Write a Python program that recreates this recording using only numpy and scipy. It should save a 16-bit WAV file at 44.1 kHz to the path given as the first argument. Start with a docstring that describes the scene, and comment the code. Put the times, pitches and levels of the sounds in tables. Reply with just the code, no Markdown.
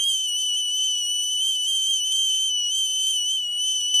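"""Outdoors on a campfire, a steel kettle whistles as steam rushes through the cap on its spout.
The flow surges and sags, so the tone wanders around 3 kHz. Harder flow makes it higher, louder and
hoarser, with more hiss and a rasp halfway between the overtones. Now and then wet steam spits.
Below it the flames rumble softly and twigs crackle; the level steps up just before the end."""
import sys
import numpy as np
from scipy import signal
from scipy.fft import rfft, irfft, next_fast_len
from scipy.io import wavfile
from scipy.ndimage import map_coordinates

SR = 44100
rng = np.random.default_rng(int(sys.argv[2]) if len(sys.argv) > 2 else 0)


def wrap_up_sound(samples):
    """Save the sound to the file named by the first command line argument, as 16-bit audio."""
    columns = np.atleast_2d(samples).T
    # keep every value between -1 and 1, then stretch to whole-number steps
    tamed = np.clip(columns, -1, 1)
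    steps = np.round(tamed * 32767).astype(np.int16)
    wavfile.write(sys.argv[1], SR, steps)


N = 176400  # 4 seconds


def amp(db):
    """Turn decibels into a gain."""
    return 10 ** (np.asarray(db) / 20)


def unit(x):
    """Scale a signal to an average power of 1."""
    return x / np.sqrt(np.mean(np.abs(x) ** 2) + 1e-20)


def read(rows, at):
    """Look up `at` in a table's first column; give the other columns, joined by straight lines."""
    key, *columns = np.transpose(rows)
    return [np.interp(at, key, column) for column in columns]


def wobble(rate):
    """A smooth curve through `rate` random points a second, mostly between -1 and 1."""
    return map_coordinates(rng.standard_normal(N // 8), [np.arange(N) * rate / SR], mode="wrap")


def filtered(x, gain_at):
    """Turn each frequency of x up or down by gain_at(hz)."""
    size = next_fast_len(N + SR // 2)
    return irfft(rfft(x, size) * gain_at(np.fft.rfftfreq(size, 1 / SR)), size)[..., :N]


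def pan(lean_db):
    """Left and right gains that make the left ear lean_db louder."""
    return amp(np.array([[.5], [-.5]]) * lean_db)


def white(side_db=-12.5):
    """Plain noise, nearly the same in both ears."""
    mid, side = rng.standard_normal((2, N))
    return np.array([mid + amp(side_db) * side, mid - amp(side_db) * side])


def noise(colour):
    """Stereo noise shaped by a table of (frequency [Hz], relative level [dB])."""
    freqs, db = np.transpose(colour)
    return unit(filtered(white(), lambda hz: amp(np.interp(np.log(hz + 1), np.log(freqs), db))))


def noise_band(phase, width_hz, edge_hz=266):
    """A narrow band of noise that follows a moving pitch and falls off faster beyond edge_hz."""
    shape = lambda hz: 1 / np.sqrt((1 + (hz / width_hz) ** 2) * (1 + (hz / edge_hz) ** 4))
    return unit(filtered(white(), shape) * np.cos(phase) + filtered(white(), shape) * np.sin(phase))


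def whistle(t, pitch, phase):
    """Steam sounds a clean tone and its overtones in the spout cap; the highest sputter most."""
    # strength of the tones at 1, 2 and 3 times the pitch (time [s], level [dB])
    first_level = [(0.0, -23.5), (0.1, -20.5), (0.18, -26), (0.6, -24.5), (0.63, -27), (0.84, -23),
                   (1.06, -27.5), (1.12, -24.5), (1.25, -27), (1.49, -22), (1.59, -26), (1.74, -23.5),
                   (1.86, -24.5), (1.91, -21.5), (2.02, -26.5), (2.19, -21.5), (2.69, -25.5), (2.82, -22),
                   (2.89, -26.5), (3.09, -23), (3.24, -25.5), (3.35, -23), (3.42, -27.5), (3.73, -24),
                   (3.79, -26), (3.92, -25)]
    second_level = [(0.0, -33), (0.04, -31), (0.05, -43), (0.14, -32), (0.34, -36), (0.37, -31),
                    (0.71, -37), (0.73, -31.5), (1.18, -33.5), (1.23, -31), (1.53, -37), (1.66, -33.5),
                    (1.7, -38.5), (1.86, -31.5), (1.91, -39), (1.94, -30.5), (2.08, -32.5), (3.32, -32.5),
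                    (3.33, -38.5), (3.47, -41), (3.49, -57), (3.53, -41.5), (3.57, -48.5), (3.6, -33),
                    (3.76, -30.5), (3.92, -33.5)]
    third_level = [(0.0, -37.5), (0.12, -35.5), (0.24, -42.5), (0.29, -37.5), (1.03, -42.5), (1.09, -34),
                   (1.31, -38), (1.41, -35.5), (1.56, -41.5), (1.62, -37.5), (2.49, -38.5), (2.51, -47),
                   (2.6, -42), (2.63, -49), (2.71, -39.5), (3.1, -36), (3.35, -41.5), (3.47, -54.5),
                   (3.5, -44), (3.67, -35), (3.76, -39.5), (3.92, -42.5)]
    # tones at 3, 4 and 5 times the pitch (level above third_level [dB], sputter [dB])
    upper_tones = [(-0.5, 1.1), (-18.5, 2.5), (-27, 3.5)]
    # how much louder the left ear is (pitch [Hz], first tone [dB], second tone [dB])
    lean = [(2820, 1.2, 2), (2986, 2.4, -0.5), (3082, -1.5, 5), (3130, -1, -3.5), (3280, -6.5, -2),
            (3170, -3, 2)]
    first_lean, second_lean = read(lean, pitch)
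    left_lead = 0.31 * np.array([[.5], [-.5]])  # radians: the left ear's wave comes a little early
    tone = lambda multiple, db: amp(db) * np.sqrt(2) * np.sin(multiple * phase + left_lead)
    first_db = read(first_level, t)[0] + 0.42 * wobble(40)
    second_db = read(second_level, t)[0] + 1 + 0.68 * wobble(60)
    sound = pan(first_lean) * tone(1, first_db) + pan(second_lean) * tone(2.0002, second_db)
    for multiple, (offset_db, sputter_db) in enumerate(upper_tones, 3):
        sway = pan(3 * wobble(7.3))
        level_db = read(third_level, t)[0] + offset_db + sputter_db * wobble(35.03)
        sound += sway * tone(multiple, level_db)
    shimmer = amp(0.5 * wobble(170))
    return sound * shimmer


def hoarseness(surge_db, phase):
    """Swirling steam blurs each tone; at high flow a flickering rasp grows halfway between them."""
    # breathy noise around 1, 2, 3, 4 and 5 times the pitch, at usual flow (level [dB])
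    blur_levels = [-51, -47, -53, -61, -74]
    # rasp at 1.5, 2.5, 3.5 and 4.5 times the pitch, at usual flow (level [dB])
    rasp_levels = [-54, -45, -52, -62.5]
    blur = sum(amp(db) * noise_band(k * phase, width_hz=76) for k, db in enumerate(blur_levels, 1))
    rasp = sum(amp(db) * noise_band((k + .5) * phase, width_hz=55)
               for k, db in enumerate(rasp_levels, 1))
    rasp_db = 1.53 * surge_db + 2.8 * wobble(90)
    return blur * amp(.5 * surge_db) + rasp * amp(rasp_db)


def steam_hiss(surge_db, spit_gain):
    """The jet hisses louder the more it swirls, and flares with each spit."""
    # tone colour of the hiss (frequency [Hz], relative level [dB])
    colour = [(150, -33), (380, -21), (2100, -26), (2700, -6.5), (3400, 4), (4050, -18), (4700, -8.5),
              (5100, -6), (5500, -12), (6100, -6), (6750, -18), (7250, -4.5), (7900, 2), (8600, -3),
              (9900, -7), (10900, -5.5), (12700, -24), (14000, -10), (15400, -30)]
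    flow_gain = amp(-44.5 + 1.05 * surge_db + .6 * wobble(47))
    return noise(colour) * np.hypot(flow_gain, spit_gain)  # hypot adds their powers


def flames(t):
    """Fluttering flames make a low rumble, the same in both ears."""
    # tone colour of the rumble (frequency [Hz], relative level [dB])
    colour = [(20, -22), (50, -10), (80, 2), (115, -5), (170, -14.5), (400, -30)]
    # strength of the flames (time [s], level [dB])
    level = [(0, -70), (.7, -74), (1.1, -68.5), (2.35, -73.5), (2.6, -64.5), (3, -69), (3.4, -65.5),
             (4, -63.5)]
    rumble = unit(noise(colour).mean(axis=0))
    return rumble * amp(read(level, t)[0] + 2.2 * wobble(9.16))


def soft_rush(t, pitch):
    """The steam cloud and the fire rush softly, with a puff whenever the cloud thickens."""
    # tone colour of the rush (frequency [Hz], relative level [dB])
    colour = [(40, -10), (200, -4), (400, -1), (800, -3), (1400, -3.5), (2100, -3.5), (8000, -22)]
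    # puffs of steam (time [s], level [dB])
    puffs = [(.09, -69), (1.73, -61.5), (2.14, -65), (3.12, -68), (3.81, -68.5)]
    puff_width_s, rest_hz, db_per_hz = 0.09, 3050, 0.0128
    puff_gain = sum(amp(db) * np.exp(-((t - peak_s) / puff_width_s) ** 2) for peak_s, db in puffs)
    flow_db = -68 + db_per_hz * (pitch - rest_hz)  # a higher pitch means more steam
    return noise(colour) * np.hypot(puff_gain, amp(flow_db + .9 * wobble(38)))


def crackles(t, per_second=15, fade_s=0.0034):
    """Burning twigs pop at random; each pop is a burst of noise that falls 60 dB in fade_s."""
    # tone colour of a pop (frequency [Hz], relative level [dB])
    colour = [(200, -27), (1200, 21), (6000, -2), (15000, -19)]
    pops = rng.random(N) < per_second / SR
    pop_db = -69.5 + 6 * np.minimum(rng.exponential(size=N), 3)  # most are faint, a few stand out
    fade = amp(-60 * t[:SR // 10] / fade_s)
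    return signal.fftconvolve(pops * amp(pop_db), fade)[:N] * noise(colour)


def spits(t, rise_s=.0006, fade_s=.06):
    """Wet steam spits in the spout: jumps of gain for the hiss, each falling 60 dB in fade_s."""
    # spits of wet steam (time [s], level [dB])
    bursts = [(.98, -38), (1.262, -45), (1.519, -38), (2.12, -29), (2.168, -40), (3.067, -32.5),
              (3.807, -36)]
    gain = np.zeros(N)
    for start_s, db in bursts:
        age = np.maximum(t - start_s, 0)
        gain += amp(db - 60 * age / fade_s) * (1 - np.exp(-age / rise_s))
    return gain


def scene():
    """The steam drives the whistle, its hoarseness and the hiss, over the fire."""
    # the whistle's note, which follows the steam flow (time [s], pitch [Hz])
    note = [(0.0, 3150), (0.03, 3145), (0.08, 3275), (0.11, 3140), (0.12, 3169), (0.17, 3061), (0.25, 3064),
            (0.28, 2962), (0.33, 2924), (0.41, 3057), (0.44, 2984), (0.46, 3031), (0.51, 2942),
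            (0.56, 2969), (0.57, 3052), (0.59, 3061), (0.61, 3000), (0.69, 2946), (0.78, 3055), (0.8, 3019),
            (0.86, 3072), (0.97, 2951), (0.99, 3002), (1.04, 2897), (1.13, 2992), (1.23, 2957),
            (1.24, 3013), (1.29, 2970), (1.31, 3044), (1.38, 2977), (1.42, 3083), (1.49, 3140),
            (1.57, 3006), (1.65, 2984), (1.69, 3157), (1.75, 3146), (1.78, 3103), (1.86, 3080), (1.9, 3186),
            (1.99, 3037), (2.02, 2948), (2.06, 3069), (2.11, 3043), (2.14, 3133), (2.25, 3122),
            (2.31, 3046), (2.48, 3108), (2.51, 3013), (2.68, 2913), (2.72, 3058), (2.78, 3143),
            (2.88, 3040), (3.07, 3071), (3.1, 3127), (3.2, 2951), (3.23, 2931), (3.32, 3091), (3.34, 3148),
            (3.39, 3013), (3.47, 2907), (3.51, 2945), (3.57, 2940), (3.67, 3052), (3.78, 3037), (3.8, 2955),
            (3.86, 2955), (3.9, 3014), (4.0, 2995)]
    # how hard the jet swirls, given as a loudness (time [s], level [dB])
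    swirl = [(0, -45), (.08, -42), (.2, -45), (.34, -52.5), (.41, -44.5), (.54, -49), (.59, -46.5),
             (.63, -51.5), (.75, -46.5), (.9, -45), (1.03, -51.5), (1.2, -48.5), (1.33, -46), (1.38, -49.5),
             (1.44, -43), (1.55, -43.5), (1.6, -49), (1.7, -43.5), (1.92, -44.5), (1.99, -45),
             (2.035, -54.5), (2.07, -47.5), (2.11, -48.5), (2.14, -43.5), (2.48, -45), (2.53, -52),
             (2.68, -50.5), (2.76, -42.5), (2.94, -46), (3.1, -41), (3.22, -51.5), (3.33, -45),
             (3.42, -49.5), (3.53, -54.5), (3.62, -48.5), (3.72, -44.5), (3.85, -49.5), (3.93, -47.5),
             (3.96, -46), (4, -51)]
    flutter_hz, jitter_hz, usual_swirl_db = 9, 9.4, -44
    t = np.arange(N) / SR
    pitch = read(note, t)[0] + flutter_hz * wobble(110)
    shaken_pitch = pitch + jitter_hz * wobble(450)  # the swirls shake the pitch quickly
    phase = 2 * np.pi * np.cumsum(shaken_pitch) / SR
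    surge_db = read(swirl, t)[0] - usual_swirl_db
    steam = (hoarseness(surge_db, phase) + steam_hiss(surge_db, spits(t))) * pan(lean_db=1.3)
    return whistle(t, pitch, phase) + steam + flames(t) + soft_rush(t, pitch) + crackles(t)


def record(dry):
    """The level steps up suddenly near the end, and the very highest treble is cut off."""
    step_at_s, step_db, rise_s, top_hz = 3.9415, 6.5, .0006, 15500
    rise = np.clip((np.arange(N) / SR - step_at_s) / rise_s, 0, 1)
    return filtered(dry * amp(step_db * rise), lambda hz: hz < top_hz)


dry = scene()
out = record(dry)
wrap_up_sound(out)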